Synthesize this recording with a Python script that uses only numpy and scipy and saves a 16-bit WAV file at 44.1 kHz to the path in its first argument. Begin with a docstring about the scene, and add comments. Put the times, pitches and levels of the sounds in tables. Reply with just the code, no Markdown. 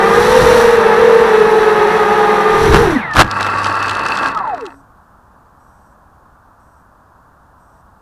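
"""Small quadcopter hovering low, heard from on board: four motors beat against each other.
Each motor sums blade tone, overtones, shaft lines and magnetic whine; filtered noise adds wash and wind.
It dips through its own downwash, throttles back, brushes the ground and drops into long grass.
Idling propellers thrash and snap stalks: random hits through frame and blade resonances.
Motors run down; an arm rings, faint high hiss in narrow bands comes and goes, traffic noise stays."""
import sys
import numpy as np
from scipy.fft import rfft, irfft, next_fast_len
from scipy.io import wavfile
from scipy.ndimage import map_coordinates

SR = 44100
rng = np.random.default_rng(int(sys.argv[2]) if len(sys.argv) > 2 else 0)


def unload_wav(signal):
    """Save mono or channel-first audio to the path in sys.argv[1] as 16-bit WAV at rate SR, clipped to [-1, 1]."""
    wavfile.write(
        sys.argv[1],
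        SR,
        np.round(np.clip(np.atleast_2d(signal).T, -1, 1) * 32767).astype(np.int16),
    )


N = 353241

# frame resonances: f/Hz, width/Hz, relative level/dB
FRAME_MODES = [(897, 27, 3), (1123, 22, 13), (1345, 78, 2.5), (1792, 40, 3), (2562, 25, -6.5),
               (4583, 120, -28)]
# struck propeller blade resonances: f/Hz, width/Hz, relative level/dB
BLADE_MODES = [(2641, 52, 1), (4480, 85, -12.5)]
# low-frequency air and thud noise spectrum: f/Hz, relative density/dB
AIR_SPECTRUM = [(8.8, -29), (15, 1), (91, -2), (123, -2), (204, -5), (275, -15), (330, -2), (430, -32.5),
                (730, -120)]

HOVER_HZ, IDLE_HZ = 400, 110  # reference blade rates
LAND_S, OFF_S = 3.24, 4.28  # landing, power cut
LET_GO_S = 0.069  # grass contact eases over this time after power cut


def amp(db):
    """Decibels to gain."""
    return 10 ** (np.asarray(db) / 20)


def unit(x):
    """Scale to rms 1."""
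    return x / np.sqrt(np.mean(x ** 2) + 1e-20)


def decades(rate, reference):
    """Speed in powers of ten above a reference."""
    return np.log10(rate / reference + 1e-6)


def curves(rows):
    """Interpolate each column after the time, per sample."""
    time_s, *columns = np.transpose(rows)
    return [np.interp(np.arange(N) / SR, time_s, column) for column in columns]


def during(start_s, end_s, fade_s):
    """1 from start to end, linear fades to 0 outside."""
    t = np.arange(N) / SR
    return np.clip(1 + np.minimum(t - start_s, end_s - t) / fade_s, 0, 1)


def ramp(start_s, length_s):
    """0 before start, rising linearly to 1 over the length."""
    return np.clip((np.arange(N) / SR - start_s) / length_s, 0, 1)


def swell(centre_s, sigma_s):
    """Gaussian swell, peak 1."""
    return np.exp(-.5 * ((np.arange(N) / SR - centre_s) / sigma_s) ** 2)


def wobble(knots_per_s):
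    """Smooth random curve: spline through normal knots."""
    knots = rng.standard_normal(SR // 10)
    coarse = np.arange(0, N, 16)
    values = map_coordinates(knots, [coarse * knots_per_s / SR], mode="mirror")
    return np.interp(np.arange(N), coarse, values)


def filtered(x, response):
    """Multiply the spectrum of x by a response of frequency."""
    m = next_fast_len(N + SR // 2)
    return irfft(rfft(x, m) * response(np.fft.rfftfreq(m, 1 / SR)), m)[:N]


def shaped(x, spectrum):
    """Filter x by f/Hz, gain/dB points on a log frequency axis."""
    f, db = np.transpose(spectrum)
    return filtered(x, lambda hz: amp(np.interp(np.log(hz + 1), np.log(f), db)))


def ring(x, modes):
    """Parallel second-order resonances of alternating sign."""
    def response(f):
        total = 0
        for k, (centre, width, db) in enumerate(modes):
            damping = 1j * f * width
            total = total + (-1) ** k * amp(db) * damping / (centre * centre - f * f + damping)
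        return total
    return filtered(x, response)


def noise(spectrum):
    """Coloured noise of rms 1."""
    return unit(shaped(rng.standard_normal(N), spectrum))


def speed(pair, share, steer, braked_s, settle_s, idle_hz, off_s, run_down_s, exponent):
    """Blade rate/Hz: follows throttle, is braked, freewheels to idle, runs down when switched off."""
    # hover blade rates: t/s, faster pair/Hz, steering trim (+ on one, - on the other)/Hz, slower pair/Hz
    throttle = [(0, 418, 31, 356), (.16, 436, 30, 356), (.35, 482, 23, 394), (.56, 480, 16, 422),
                (.73, 472, 11, 427), (.86, 453, 13, 388), (.95, 441, 19, 375), (1.01, 475, 21, 385),
                (1.15, 469, 17, 398), (1.44, 438, 14.7, 374), (1.55, 438, 10, 373), (1.67, 436, 10.5, 371),
                (1.86, 424, 8, 367), (1.95, 435, 8.5, 372), (2.06, 414, 8.5, 370), (2.15, 424, 8, 368),
                (2.44, 414, 13, 359), (2.6, 425, 19, 362), (2.76, 420, 20, 358), (2.82, 450, 25, 352)]
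    brake_s, freewheel_hz = 2.82, 180  # start of braking, blade rate at its end
    t = np.arange(N) / SR
    faster, trim, slower = curves(throttle)
    hover = share * (slower if pair else faster) + steer * trim
    flying = hover + (freewheel_hz - hover) * ramp(brake_s, braked_s - brake_s)
    powered = idle_hz + (flying - idle_hz) * np.exp(-np.maximum(t - braked_s, 0) / settle_s)
    return powered * (1 - ramp(off_s, run_down_s)) ** exponent


def motor(rate, mean_rate, sway_db, sweep, voice, unbalance_db):
    """Two-bladed rotor: blade tone, overtones, odd shaft orders from unbalance, magnetic whine."""
    # overtones from twice the blade rate upward: relative level/dB
    orders_db = [2.5, -3, -9.5, -3.5, -7, -14.5, -12.5, -14, -23.5, -22, -28.5, -31, -35.5]
    # airframe radiation of overtones: f/Hz, gain/dB
    airframe = [(150, -4), (560, -1.5), (740, -1.5), (840, 0.5), (960, -4.5), (1100, -4), (1220, 7.5),
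                (1400, -7.5), (1700, 4), (2200, -13.5), (2600, -9.5), (6000, -9)]
    # overtone level over the flight: t/s, level/dB
    load = [(0, -19), (.2, -23), (.5, -23), (.75, -25.5), (.9, -19.5), (1.1, -24), (1.6, -24.5), (2, -23),
            (2.55, -22), (2.7, -32), (2.92, -24.5), (3.06, -32), (3.3, -25)]
    # airframe radiation of whine: f/Hz, gain/dB
    whine_colour = [(180, -60), (310, -28), (400, -15), (460, -12.5), (560, -19), (700, -10), (820, -2),
                    (970, -2), (1040, -11), (1150, -0.5), (1480, -15.5), (1650, -0.5), (1980, -2),
                    (2300, -16.5), (4200, -28.5), (5400, -43)]
    # hard braking swells the blade tone: t/s, sigma/s, boost/dB
    braking = (2.975, 0.023, 12)
    # rotor slips free of the grass, whine swells: t/s, sigma/s, boost/dB
    slip = (4.245, .04, 8)
    # whine stutters as motors run down: t/s, sigma/s, gain/dB
    stutters = [(4.32, .012, -10.5), (4.431, 0.0059, -5), (4.47, 0.0037, -9), (4.61, 0.0085, -3)]
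    tone_db_per_decade, overtone_db_per_decade = 62.5, 34
    tone_db, blade_db, air_db, grass_db, free_db = voice

    angle = 2 * np.pi * np.cumsum(rate * (1 + 0.002024 * wobble(120))) / SR
    tone_db = tone_db + sway_db + braking[2] * swell(*braking[:2])
    tone_db = tone_db + tone_db_per_decade * decades(rate, HOVER_HZ)
    tone = (amp(tone_db) + sweep) * amp(2.94 * wobble(60)) * np.sin(angle)

    def partial(order, db):
        # turbulent inflow makes each partial flutter on its own
        return amp(db + 3 * wobble(50)) * np.sin(order * angle + rng.uniform(0, 2 * np.pi))

    blades = sum(partial(k + 2, db + blade_db) for k, db in enumerate(orders_db))
    # shaft turns at half the blade rate: odd lines lie halfway between
    shaft = sum(partial(k + .5, db) for k, db in enumerate(unbalance_db))
    turning = np.minimum(rate / 20, 1)
    thrust = amp(curves(load)[0] + overtone_db_per_decade * decades(mean_rate, HOVER_HZ))
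    overtones = shaped(turning * thrust * (blades + shaft), airframe)

    # grass damps the idling whine and makes it waver
    landed, off = ramp(LAND_S - .06, .06), ramp(OFF_S, LET_GO_S)
    whine_db = air_db + (grass_db - air_db) * landed + (free_db - grass_db) * off
    whine_db = whine_db + slip[2] * swell(*slip[:2])
    whine_db = whine_db + sum(db * swell(s, sigma) for s, sigma, db in stutters)
    whine_db = whine_db + (4.0 + 2.1 * off) * wobble(70).clip(-1.5, 1.5)
    tugs_rad = .8 * (0.32 + .7 * landed - 0.42 * off) * wobble(70)
    pole_angle = 12 * angle + tugs_rad
    poles = np.sin(pole_angle) + amp(-13) * np.sin(pole_angle / 2)  # with octave below
    whine = shaped(turning * amp(whine_db) * poles, whine_colour)
    return np.sqrt(2) * (tone + overtones + whine)


def motors(rates):
    """Four motors at differing speeds beat; the second sways in level and sweeps the grass."""
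    # per motor: blade tone/dB at hover rate, overtones/dB, whine/dB in air, in grass, running down
    voices = [(-18, -8, -21.5, -31, -17), (-15.5, -0.5, -30, -34, -31.5), (-24, -7.5, -23.5, -30, -27),
              (-36, -16.5, -30.5, -30.5, -36.5)]
    # per rotor unbalance: level/dB at 1, 3, 5, 7 times shaft rate
    unbalance = [(-12.5, -24, -12.5, -11.5), (-2.5, -14.5, -9.5, -15.5), (-10, -4, -3.5, -10),
                 (-8.5, -9, -15, -14.5)]
    # second motor's blade tone: t/s, gain/dB
    sway = [(0, -3.5), (.36, 0), (.75, 1.5), (.95, -4.5), (1.02, 2.5), (1.25, 1.5), (1.6, 2), (1.96, -2),
            (2.07, -19.5), (2.47, -9), (2.6, -1.5), (2.85, -0.5)]
    # hum of second rotor sweeping the grass: t/s, level/dB
    grass_sweep = [(3.1, -44), (3.25, -36), (3.7, -34), (3.87, -34), (3.97, -41), (4.3, -53)]
    sweeping = during(grass_sweep[0][0], grass_sweep[-1][0], .06)
    sways_db = [0, curves(sway)[0], 0, 0]
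    sweeps = [0, sweeping * amp(curves(grass_sweep)[0]), 0, 0]
    mean_rate = rates.mean(axis=0)
    settings = zip(rates, sways_db, sweeps, voices, unbalance)
    return sum(motor(rate, mean_rate, *rest) for rate, *rest in settings)


def wash(rate):
    """Blade turbulence rushes and hisses with speed, more in downwash, which buffets the microphone."""
    # rush noise spectrum: f/Hz, relative density/dB
    body_spectrum = [(60, -27), (170, -5.5), (300, -5.5), (600, -3), (900, 5.5), (1350, -0.5), (1800, 1.5),
                     (2050, -5), (2300, -10.5), (2600, -9), (3000, -16.5), (3800, -16), (5000, -34),
                     (8000, -58.5)]
    # hiss noise spectrum: f/Hz, relative density/dB
    hiss_spectrum = [(2500, -3.5), (4000, 5.5), (5000, -3), (5800, 3.5), (6700, -7.5), (7800, -5.5),
                     (8700, -12), (9700, -1.5), (10800, -13.5), (11900, -7), (13300, -16.5), (15200, -26.5)]
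    # dips into own downwash: start/s, end/s, fade/s, rush boost/dB, hiss boost/dB, buffet boost/dB
    downwash = [(0.176, 0.586, 0.21, 1.5, 8.5, 13), (2.62, 2.83, 0.14, 1, 7, 21.5),
                (2.92, 2.99, 0.036, 0.5, 6.5, 13), (3.17, 3.199, 0.055, 0, 33, 5)]
    # puffs of air on the microphone: t/s, sigma/s, level/dB
    air_puffs = [(.44, .018, -26.5), (.54, .015, -29), (2.7, .018, -13.5), (2.73, 0.012, -17),
                 (3.185, .02, -14.5), (3.261, .02, -27.5)]
    fast = decades(rate, HOVER_HZ)
    airborne = 1 - ramp(LAND_S - .06, .06)
    boosts_db = np.zeros((3, N))
    for start, end, fade, *dbs in downwash:
        boosts_db += np.outer(dbs, during(start, end, fade))
    rush_db, hiss_db, buffet_db = boosts_db
    # base levels: calm hover; speed slopes in dB per decade
    body = amp(-17 + rush_db + 20 * fast + 0.84 * wobble(90)) * noise(body_spectrum)
    hiss = amp(-35 + hiss_db + 48 * fast + 1.1 * wobble(300)) * noise(hiss_spectrum)
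    wind = amp(-38 + buffet_db + 20 * fast + 2.5 * wobble(14))
    puffs = sum(amp(db) * swell(s, sigma) for s, sigma, db in air_puffs)
    lumps = amp(1.8 * wobble(30))
    return airborne * (body + hiss) + (airborne * wind + puffs) * lumps * noise(AIR_SPECTRUM)


def thrash(rate):
    """Random grass hits ring frame and blades; slower rotors hit less often and more softly."""
    # grass hit colour: f/Hz, gain/dB
    grass_spectrum = [(60, -21), (130, -20), (190, -8.5), (300, -6), (500, -5), (750, -3.5), (1000, 0),
                      (1400, -1), (1800, -2.5), (2050, -8), (2250, -26.5), (3000, -30.5), (4000, -25.5),
                      (6000, -53)]
    # blade-tip flick noise spectrum: f/Hz, relative density/dB
    flick_spectrum = [(2000, -18), (3000, -6.5), (4500, 2.5), (6200, -6.5), (6900, -12.5), (7800, -5.5),
                      (9000, -18.5), (10000, -8.5), (11300, -22.5), (14000, -28.5), (15200, -47.5)]
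    hits_per_s, sink_s = 900, .17  # hit rate at idle or faster, time to sink into the grass
    fast = decades(rate, IDLE_HZ)
    shallow, off = 1 - ramp(LAND_S, sink_s), ramp(OFF_S, LET_GO_S)

    struck = rng.random(N) < np.minimum(rate / IDLE_HZ, 1) * hits_per_s / SR
    hits = struck * rng.choice([-1, 1], N) * amp(2.0 * rng.standard_normal(N))
    body = amp(0.5) * unit(shaped(hits, grass_spectrum)) + amp(1.0) * unit(ring(hits, FRAME_MODES))
    blade = unit(ring(hits, BLADE_MODES))
    flicks = unit(noise(flick_spectrum) * amp(3.5 * wobble(260).clip(-2, 2)))

    # gain at idle, slope in dB per decade of speed, shallow and power-off changes
    body_db = -23.5 + 12.5 * fast - 7 * shallow - 6.5 * off
    blade_db = -32.5 + 25.5 * fast - 15 * shallow - 17 * off + 1.5 * wobble(30)
    flick_db = -38.5 + 15.5 * fast - 13 * shallow - 17 * off + 1.5 * wobble(8.5)
    mix = amp(body_db) * body + amp(blade_db) * blade + amp(flick_db) * flicks
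    return ramp(LAND_S - .02, .02) * mix


def slaps():
    """Thicker stalks snap against a propeller: noise bursts knock the frame, impulses ring the blade."""
    # stalks hit: t/s, relative snap level/dB, relative blade ring level/dB
    stalks = [(3.112, -29, -45), (3.136, -16, -40), (3.3124, -11, -25.5), (3.4092, -14.5, -24),
              (3.4291, -14.5, -33), (3.6446, -12, -24), (3.6574, -17, -21), (3.6691, -16, -22),
              (3.8272, -15, -25.5), (3.8594, -19, -27), (3.8821, -15, -21), (3.8954, -12, -19),
              (3.9111, -16.5, -22), (3.9519, -19, -28), (3.97, -21, -34), (3.9938, -17, -25.5),
              (4.0532, -19, -16.5), (4.0632, -14, -14), (4.085, -12, -18), (4.121, -29, -5),
              (4.1724, -13, -22), (4.1885, -22.5, -27), (4.2318, -18.5, -22), (4.2597, -17, -22),
              (4.2844, -17.5, -19.5), (4.3175, -31, -37.5), (4.3482, -23, -34), (4.3742, -25.5, -41),
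              (4.3887, -28, -44), (4.4765, -33.5, -45), (4.4946, -39, -40), (4.546, -30, -49),
              (4.5788, -36, -50), (4.6094, -31, -29), (4.655, -31, -35), (4.6645, -26, -37),
              (4.7044, -47, -39)]
    # snap colour: f/Hz, gain/dB
    snap_spectrum = [(1500, -12), (2800, 2.5), (4500, -1.5), (6300, -8), (8000, -14), (10200, -18.5),
                     (11500, -26.5), (14000, -37), (15200, -51.5)]
    t60_s, snap_gain_db, pluck_gain_db = 0.019, 4, 37
    knock_db, knock_db_per_snap_db = -5, .33
    t = np.arange(SR // 20) / SR
    snaps, knocks, plucks = np.zeros((3, N))
    for time_s, snap_db, blade_db in stalks:
        burst = rng.standard_normal(len(t)) * amp(-60 * t / t60_s)
        start = round(time_s * SR)
        snaps[start:][:len(t)] += amp(snap_db + snap_gain_db) * burst
        knocks[start:][:len(t)] += amp(knock_db + knock_db_per_snap_db * snap_db) * burst
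        plucks[start] += amp(blade_db + pluck_gain_db)
    return shaped(snaps, snap_spectrum) + ring(knocks, FRAME_MODES) + ring(plucks, BLADE_MODES)


def bumps():
    """Brushes with the ground: swells of rough scraping noise over a low thud."""
    # brushes: t/s, sigma/s, scrape level/dB, thud level/dB
    brushes = [(2.75, 0.016, -4, -8), (3.17, 0.013, -19.5, -28), (3.179, 0.014, -11, -20.5),
               (3.207, 0.012, 2, -11.5), (3.247, .02, -26.5, -20), (3.409, 0.00501, -17, -40),
               (3.466, 0.0065, -18, -36)]
    # scraping noise spectrum: f/Hz, relative density/dB
    scrape_spectrum = [(88, -38), (150, -17), (359, -8.5), (461, -6), (841, -0.5), (1480, 0.5), (2090, -9),
                       (3400, -12), (3670, -13.5), (5730, -22), (15400, -39)]
    scrape = unit(noise(scrape_spectrum) * amp(5.4 * wobble(350)))
    thud = noise(AIR_SPECTRUM)
    total = np.zeros(N)
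    for s, sigma, scrape_db, thud_db in brushes:
        total += swell(s, sigma) * (amp(scrape_db) * scrape + amp(thud_db) * thud)
    return total


def arm():
    """Low bending mode of a motor arm: a wavering sine swells as rotors run down and outlasts them."""
    # swells: t/s, sigma/s, level/dB
    arm_swells = [(4.28, 0.035, -34), (4.583, 0.089, -41.5), (4.767, 0.036, -46.5)]
    bend_hz = 275
    level = sum(amp(db) * swell(s, sigma) for s, sigma, db in arm_swells)
    return level * unit(np.sin(2 * np.pi * bend_hz * np.arange(N) / SR + .3 * wobble(25)))


def high_hiss():
    """Faint narrow-band high hiss in short spells."""
    # spells: start/s, end/s, level/dB
    hiss_spells = [(4.617, 4.807, -65), (5.6, 5.93, -69.5), (6.603, 6.82, -71), (7.602, 7.808, -70.5)]
    # bands: f/Hz, width/Hz, relative level/dB
    bands = [(5730, 280, -5), (8170, 210, -0.5), (11400, 110, -5)]
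    level = sum(amp(db) * during(start, end, .015) for start, end, db in hiss_spells)
    return level * unit(ring(rng.standard_normal(N), bands))


def traffic():
    """Far road: nearly steady coloured noise."""
    # traffic noise spectrum: f/Hz, relative density/dB
    road_spectrum = [(20, -3.5), (60, 6), (130, -1), (250, -4.5), (400, -12), (600, -6.5), (800, -3.5),
                     (1080, -1), (1400, -5.5), (1700, -13), (2050, -30), (3000, -33.5), (8000, -34.5),
                     (14000, -36.5)]
    return amp(-47.0 + 0.26 * wobble(1.3)) * noise(road_spectrum)


def scene():
    """Mono sum; rotor speeds drive motors, wash and thrashing."""
    # per motor: pair (0 faster, 1 slower), share of pair rate, share of trim, braked until/s, settling/s,
    # idle blade rate/Hz, run-down start/s, run-down length/s, run-down exponent
    motor_speeds = [(0, 1, 1, 3.035, .072, 135, 4.275, .57, 1.3), (0, 1, -1, 3.02, .055, 100, 4.3, .5, .9),
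                    (1, 1, 0, 2.95, .07, 96, 4.27, .5, 1.2), (1, .9, 0, 3.02, .05, 114, 4.3, .45, .3)]
    rates = np.array([speed(*row) for row in motor_speeds])
    mean_rate = rates.mean(axis=0)
    drone = motors(rates) + wash(mean_rate)
    contact = thrash(mean_rate) + slaps() + bumps()
    return (drone + contact + arm() + high_hiss() + traffic())[None]


def record(dry):
    """Soft-limit the loudest peaks, then low-pass steeply."""
    limit, top_hz = 1.03, 15400
    rounded = dry[0] / (1 + np.abs(dry[0] / limit) ** 8) ** (1 / 8)
    return filtered(rounded, lambda hz: 1 / (1 + (hz / top_hz) ** 180))[None]


dry = scene()
out = record(dry)
unload_wav(out)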